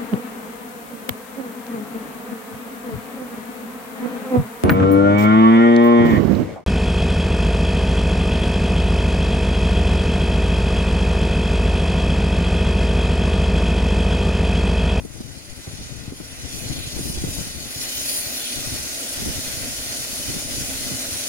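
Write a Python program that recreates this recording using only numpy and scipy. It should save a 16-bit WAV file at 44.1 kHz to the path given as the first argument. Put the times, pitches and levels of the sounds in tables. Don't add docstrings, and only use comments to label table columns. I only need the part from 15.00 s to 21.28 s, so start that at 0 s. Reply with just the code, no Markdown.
import sys
import numpy as np
from scipy import signal
from scipy.fft import rfft, irfft, next_fast_len
from scipy.io import wavfile
from scipy.ndimage import map_coordinates

SR = 44100
rng = np.random.default_rng(int(sys.argv[2]) if len(sys.argv) > 2 else 0)


def waveform_to_disk(signal):
    frames = np.transpose(np.atleast_2d(signal))
    scaled = np.clip(frames, -1, 1) * 32767
    samples = np.round(scaled).astype(np.int16)
    wavfile.write(sys.argv[1], SR, samples)


N = 276948

# time in seconds, hiss level in dB before trim.
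STEAM_FLOW = [(0, -56.5), (.14, -50.5), (.42, -49.5), (.88, -45.5), (1.03, -47.5), (1.36, -45.5),
              (1.42, -43.5), (1.53, -41), (1.75, -39.5), (2.0, -40), (2.16, -41.5), (2.46, -37.5),
              (2.52, -41), (2.69, -39), (2.78, -37), (2.9, -34), (2.98, -36), (3.1, -32), (3.26, -35),
              (3.7, -35), (4.9, -35.5), (6.28, -34)]
# time in seconds, change at the deepest point in dB.
FLOW_DIPS = [(1.13, -3.5), (5.465, -3)]
# frequency in Hz, relative density in dB per Hz.
JET_SPECTRUM = [(1100, -12), (2500, -2), (3300, -3), (4600, -2.5), (6400, 2), (7100, -0.5), (7700, 1.5),
                (9100, -5), (10300, -4.5), (10900, -12), (11600, -7), (13200, -8), (14700, -4),
                (15700, -10.5)]
# centre in Hz, width in Hz, gain in dB.
JET_MODES = [(2460, 140, 6), (3003, 39, 12), (3450, 710, 2.5), (4290, 250, 6.5), (4650, 180, 4),
             (4945, 130, 6), (5260, 310, 2), (5670, 160, 4.5), (6140, 98, 2.5), (6785, 41, 11.5),
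             (7280, 77, 8.5), (7790, 1120, -9), (8670, 110, 4.5), (9900, 120, 1.5), (10430, 270, 1),
             (13900, 350, -5), (15200, 300, -3)]
# time of the peak in seconds, half length in seconds,
# lift below 4 kHz in dB, lift around 6 kHz in dB, lift around 10 kHz in dB, lift above 12 kHz in dB.
JET_SPURTS = [(0.033, 0.075, -3, 1, 9, 5), (0.612, 0.09, -0.5, 1, 2.5, 2.5), (0.82, 0.083, 2, 0.5, -1, -1),
              (1.26, 0.12, -1, -2, 2.5, 2), (1.584, 0.064, 3, 1, 5, 6), (1.83, 0.093, 4, -1, -0.5, 2),
              (2.075, 0.1, 3, 1.5, 7.5, 8), (2.173, 0.036, 3, 3.5, -2, 0), (2.317, 0.11, 1, 1, 4, 6),
              (2.97, 0.45, -0.7, -1.5, 2.1, 5), (3.004, 0.062, 1.5, 4.5, 0, 3.5),
              (3.16, 0.072, 1, -1, 5.5, 6), (3.35, 0.075, 3.5, 0.5, -0.5, 5.5),
              (3.47, 0.045, 3.5, -1, 2, -2)]
# mean delay in ms, gain.
DELAYED_COPIES = [(1.72, 0.056), (4.7, 0.044), (8.3, 0.47), (13.0, 0.16), (21.5, 0.16)]
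# centre in Hz, width in Hz, gain in dB.
DIRECT_MODES = [(2050, 280, 3.5), (3880, 900, 7.5), (6040, 250, 0), (6400, 120, 6), (10580, 390, 10),
                (11000, 410, 13), (12600, 250, 5)]
# frequency in Hz, lead in radians.
LEFT_LEAD = [(750, 0), (1000, 2.5), (1600, 2.2), (2500, 12.5), (2950, 15.2), (4100, 15.7), (4650, 16.6),
             (5250, 21.6), (6400, 22.2), (6770, 25), (8300, 24.6), (12500, 28.2), (13600, 30),
             (15300, 37.7)]
# frequency in Hz, relative density in dB per Hz.
ROAR_SPECTRUM = [(100, -1), (200, -4.5), (330, 7), (440, 1.5), (700, 1.5), (860, -0.5), (1120, -2.5),
                 (1500, 6), (1750, 1.5), (2050, 5.5), (2600, 1.5), (3400, -2.5), (6000, -43)]
# centre in Hz, width in Hz, relative gain in dB.
HOLLOW_MODES = [(262, 57, 11.5), (484, 260, -6.5), (616, 166, 2.5)]
# time in seconds, level in dB before waver and trim.
BREEZE_LEVEL = [(0, -41), (.3, -41), (.43, -47.5), (.6, -46.5), (1.1, -39.5), (1.31, -49.5), (1.6, -40.5),
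                (2.2, -39.5), (2.62, -43.5), (3.0, -49.5), (3.5, -53.5), (3.62, -43), (3.84, -42),
                (4.0, -59), (4.2, -41), (4.33, -42), (4.55, -42.5), (5.0, -48), (5.09, -50), (5.22, -41),
                (5.6, -43.5), (6.28, -51)]
# start in seconds, length in seconds, level in dB before trim, left minus right in dB.
WIND_GUSTS = [(0.687, 0.19, -46.5, -10), (1.38, 0.14, -41, 6), (1.646, 0.14, -35.5, 4),
              (1.964, 0.06, -35.5, 7), (2.06, 0.25, -40, -5), (2.367, 0.036, -38, 17),
              (3.57, 0.052, -39.5, 11), (3.7, 0.059, -40.5, 5), (4.234, 0.084, -37.5, -7),
              (5.335, 0.046, -41, 14), (5.562, 0.08, -39, 1), (5.84, 0.13, -39.5, -2)]
# frequency in Hz, relative density in dB per Hz.
RUMBLE_SPECTRUM = [(15, -1.5), (38, -14), (56, 3.5), (95, -2), (130, 0.5), (190, -10.5), (270, -12.5),
                   (400, -25.5), (700, -33), (1500, -66), (4000, -74)]
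# frequency in Hz, relative density in dB per Hz.
FLUTTER_SPECTRUM = [(40, -15), (130, -2), (280, 4.5), (400, -4.5), (750, -13), (1500, -33), (4000, -60)]
# frequency in Hz, relative density in dB per Hz.
AIR_SPECTRUM = [(200, 5.5), (900, -1), (2000, -5.5), (6000, -8.5), (15000, -10)]
# start in seconds, peak in dB before trim and panning,
# pitch of the swing in Hz, left minus right in dB, churn as a ratio to the swing.
PORT_EDDIES = [(0.048, -13.5, 300, 4, 0.7), (0.203, -16, 204, -0.5, 0.73), (0.67, -18.5, 106, 0, 0.73),
               (0.752, -34, 75, -1, 0.44), (1.075, -19, 109, 5, 0.76), (1.121, -19, 336, 0, 0.86),
               (1.2, -18, 190, 8, 0.92), (1.651, -19.5, 90.5, 4, 0.47), (1.725, -25, 241, 0, 1.0),
               (1.865, -20, 110, -9, 0.44), (1.987, -15, 312, -5, 1.0), (2.001, -16.5, 133, 6, 0.46),
               (2.055, -19, 320, -2, 0.6), (2.094, -13.5, 140, -5, 0.46), (2.169, -13.5, 65, 5, 0.35),
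               (2.217, -21, 90, 7, 0.4), (2.236, -10, 260, 0, 0.53), (2.24, -12.5, 140, 7, 0.39),
               (2.268, -20, 253, -2, 0.68), (2.279, -13.5, 104, -3, 0.46), (2.379, -23, 138, 3, 0.7),
               (2.405, -15.5, 152, 5, 0.39), (2.466, -22.5, 230, -7, 0.82), (2.546, -25, 210, -3, 0.65),
               (2.757, -22, 111, -1, 0.5), (3.26, -25, 107, 11, 0.61), (3.718, -19, 87, -5, 0.79),
               (4.2, -21, 268, 1, 0.4), (4.219, -17, 203, 0, 0.4), (4.254, -20, 65, 2, 0.3),
               (4.258, -13, 236, -4, 0.4), (4.272, -16, 244, 6, 0.3), (4.286, -17, 275, 0, 0.3),
               (4.303, -18, 168, 2, 0.3), (4.567, -23, 99, -13, 0.4), (5.298, -22, 304, -3, 0.77),
               (5.345, -19, 260, -4, 0.45), (5.36, -18, 198, 1, 0.49), (5.577, -19.5, 133, 7, 0.52),
               (5.608, -24, 246, -4, 0.6), (5.912, -17, 160, -1, 0.64), (6.114, -23.5, 88.5, 1, 0.7)]
# frequency in Hz, relative density in dB per Hz.
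CHURN_SPECTRUM = [(25, 2), (70, -15), (150, 0), (300, 15), (450, -1.5), (750, -10), (1500, -22.5),
                  (4000, -70)]

FULL_FLOW_DB = -34
DIP_HALF_S = 0.031
SPREAD_START_S, SPREAD_TIME_S = 2.97, 1.07
SCATTER_NARROW, SCATTER_WIDE = 0.51, 0.74
CALMING = 0.33
SHRILL_DB, SHRILL_WIDE_DB = 1.56, 3.5
SIZZLE_DB, SIZZLE_WIDE_DB = -3.5, 3.5
SIZZLE_GROWS = 0.22
FLICKER_DB = 0.8
PEAK_SWAY_DB, PEAK_WANDER_HZ = 1.4, 28
PEAK_BLUR = 0.23
PLUME_DB, PLUME_GROWS, PLUME_WIDE_DB = -42, 0.63, 0.5
DRONE_DB, DRONE_GROWS = -40.5, 0.7
DRONE_EARLY_DB = -4.5
SIDE_START_DB, SIDE_DB_PER_S = 17, -3
GUST_ATTACK_S, GUST_RELEASE_S = 0.015, 0.021
AIR_DB = -53
EDDY_CROSSING_S = 0.00096
TOP_HZ = 15820


def amp(db):
    return 10 ** (np.asarray(db) / 20)


def unit(x):
    return x / np.sqrt(np.mean(np.atleast_2d(x).mean(0) ** 2) + 1e-20)


def along(points, hz):
    f, v = np.transpose(points)
    return np.interp(np.log(hz + 1), np.log(f + 1), v)


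def curves(rows):
    s, *cols = np.transpose(rows)
    return [np.interp(np.arange(N) / SR, s, c) for c in cols]


def wobble(rate, t=None):
    t = np.arange(N) / SR if t is None else t
    return map_coordinates(rng.standard_normal(1024), [t * rate], mode="wrap")


def swell(s, half_length):
    return np.exp(-((np.arange(N) / SR - s) / half_length) ** 2)


def bell(hz, centre, width):
    return 1 / (1 + (2 * (hz - centre) / width) ** 2)


def filtered(x, response):
    size = x.shape[-1]
    m = next_fast_len(size + 8192)
    return irfft(rfft(x, m) * response(np.fft.rfftfreq(m, 1 / SR)), m)[..., :size]


def coloured(x, spectrum):
    return filtered(x, lambda hz: amp(along(spectrum, hz)))


def panned(side_db):
    ports = amp(np.outer([.5, -.5], side_db))
    return ports / np.linalg.norm(ports, axis=0)


def flow():
    dips_db = sum(db * swell(s, DIP_HALF_S) for s, db in FLOW_DIPS)
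    return curves(STEAM_FLOW)[0] - FULL_FLOW_DB + dips_db


def spread():
    return np.clip((np.arange(N) / SR - SPREAD_START_S) / SPREAD_TIME_S, 0, 1)


def scatter():
    return SCATTER_NARROW + (SCATTER_WIDE - SCATTER_NARROW) * spread()


def turbulence(scattered, drift):
    source, n = rng.standard_normal(N), np.arange(N)
    direct = source.copy()
    for ms, gain in DELAYED_COPIES:
        delay = ms * SR / 1000 * (1 + drift * wobble(1.6))
        direct += gain * map_coordinates(source, [n - delay], mode="wrap")

    def ports(hz):
        colour = amp(sum(db * bell(hz, centre, width) for centre, width, db in DIRECT_MODES))
        return colour * np.exp(.5j * np.outer([1, -1], along(LEFT_LEAD, hz)))

    direct = filtered(direct, ports)
    share = np.clip(scattered, 0, 1)
    return np.sqrt(1 - share) * direct / direct.std() + np.sqrt(share) * rng.standard_normal((2, N))


def brightness():
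    spurts_db = sum(np.outer(lifts_db, swell(s, half_length)) for s, half_length, *lifts_db in JET_SPURTS)
    body_db, sharp_db, shrill_db, sizzle_db = spurts_db
    flicker_db = FLICKER_DB * (1 - CALMING * spread())
    body_db = body_db + 0.6 * flicker_db * wobble(17)
    sharp_db = sharp_db + 0.7 * flicker_db * wobble(20)
    shrill_db = shrill_db + SHRILL_DB + SHRILL_WIDE_DB * spread() + flicker_db * wobble(21)
    sizzle_db = sizzle_db + SIZZLE_DB + SIZZLE_WIDE_DB * spread() + SIZZLE_GROWS * flow()
    sizzle_db = sizzle_db + 0.61 * flicker_db * wobble(22.33)
    return body_db, sharp_db, shrill_db, sizzle_db


def jet_resonances(hz, t):
    gain_db = 0
    for centre, width, db in JET_MODES:
        height_db = db + PEAK_SWAY_DB * wobble(6, t) * (db > 0)
        wandering_hz = centre + PEAK_WANDER_HZ * wobble(4, t)
        gain_db = gain_db + height_db * bell(hz[:, None], wandering_hz, width)
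    return gain_db


def through_air(x, body_db, sharp_db, shrill_db, sizzle_db, patchy_db):
    hz, t, z = signal.stft(x, SR, nperseg=1024)
    smoothing = np.outer(np.hanning(5), np.hanning(14))
    field = signal.fftconvolve(rng.standard_normal(z.shape[1:]), smoothing, "same")

    def frames(curve):
        return np.interp(t, np.arange(N) / SR, curve)

    def band(points, lift_db):
        return np.outer(along(points, hz), frames(lift_db))

    gain_db = band([(3500, 1), (4800, 0)], body_db)
    gain_db += band([(3500, 0), (4800, 1), (7500, 1), (10200, 0)], sharp_db)
    gain_db += band([(7500, 0), (10200, 1), (11000, 1), (12000, 0)], shrill_db)
    gain_db += band([(10800, 0), (12000, 1)], sizzle_db)
    gain_db += jet_resonances(hz, t) * frames(1 - PEAK_BLUR * spread())
    gain_db += patchy_db * frames(1 - CALMING * spread()) * field / field.std()
    return signal.istft(z * amp(gain_db), SR, nperseg=1024)[1][:, :N]


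def cocks():
    jet = filtered(turbulence(scatter(), drift=0.0073),
                   lambda hz: amp(along(JET_SPECTRUM, hz)) * hz ** 3 / (hz ** 3 + 2500 ** 3))
    sputter = amp((0.25 * wobble(22) + 0.9 * wobble(110)) * (1 - CALMING * spread()))
    hiss = through_air(unit(jet), *brightness(), patchy_db=2.5)
    hiss = hiss * sputter * amp(FULL_FLOW_DB + flow() + 2.2)
    side = [(4500, 1.3), (6400, -0.8), (11500, 2.0), (14000, 1.0)]
    return filtered(hiss, lambda hz: amp(np.outer([.5, -.5], along(side, hz))))


def plume():
    roar = coloured(turbulence(0.73 * scatter(), drift=0.018), ROAR_SPECTRUM)
    level_db = PLUME_DB + PLUME_GROWS * flow() + PLUME_WIDE_DB * spread() + 1.1 * wobble(22.05)
    return unit(roar) * amp(level_db)


def engine(apart=0.41):
    def ring(hz):
        return sum(amp(db) * bell(hz, centre, width) for centre, width, db in HOLLOW_MODES)

    drone = filtered(rng.standard_normal(N) + apart * rng.standard_normal((2, N)), ring)
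    level_db = DRONE_DB + DRONE_GROWS * flow() + DRONE_EARLY_DB * (1 - spread()) + 1.94 * wobble(14)
    return unit(drone) * amp(level_db)


def wind_strength():
    t = np.arange(N) / SR
    level_db = curves(BREEZE_LEVEL)[0] + 1.5 * wobble(18)
    side_db = SIDE_START_DB + SIDE_DB_PER_S * t + 1.2 * wobble(7.6)
    power = (amp(level_db) * panned(side_db)) ** 2
    for s, length, db, gust_side_db in WIND_GUSTS:
        corners = [s - GUST_ATTACK_S, s, s + length - GUST_RELEASE_S / 2, s + length + GUST_RELEASE_S]
        shape = np.interp(t, corners, [0, 1, 1, 0])
        power = power + (amp(db) * shape * panned(gust_side_db)) ** 2
    return np.sqrt(power)


def breeze(steepness=1.206):
    strength = wind_strength()
    lumps = amp(5.3 * np.tanh([wobble(45), wobble(45)]))

    def wind(spectrum):
        return unit(lumps * coloured(rng.standard_normal((2, N)), spectrum))

    rumble = wind(RUMBLE_SPECTRUM) * strength * amp(4.5)
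    flutter = wind(FLUTTER_SPECTRUM) * strength ** steepness * amp(6.0)
    return rumble + flutter


def outdoors():
    return unit(coloured(rng.standard_normal((2, N)), AIR_SPECTRUM)) * amp(AIR_DB)


def eddies():
    out, t = np.zeros((2, N + SR)), np.arange(SR // 8) / SR
    age = t / 0.005
    lag_s = np.array([[0], [EDDY_CROSSING_S]])
    for s, db, swing_hz, pan_db, churn in PORT_EDDIES:
        wake = coloured(rng.standard_normal((2, len(t))), CHURN_SPECTRUM) * age * np.exp(-age)
        cycles = swing_hz * t
        phase = 2 * np.pi * (cycles + rng.random() - swing_hz * lag_s)
        swing = np.sin(phase) * np.sin(np.pi * np.minimum(cycles / 2.17, 1)) ** 2
        puff = swing + churn * wake / np.abs(wake).max(1, keepdims=True)
        out[:, round(s * SR):][:, :len(t)] += puff * panned(pan_db) * amp(db - 3.0)
    return out[:, :N]


def scene():
    return cocks() + plume() + engine() + breeze() + outdoors() + eddies()


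def record(dry):
    return filtered(dry, lambda hz: hz < TOP_HZ)


dry = scene()
out = record(dry)
waveform_to_disk(out)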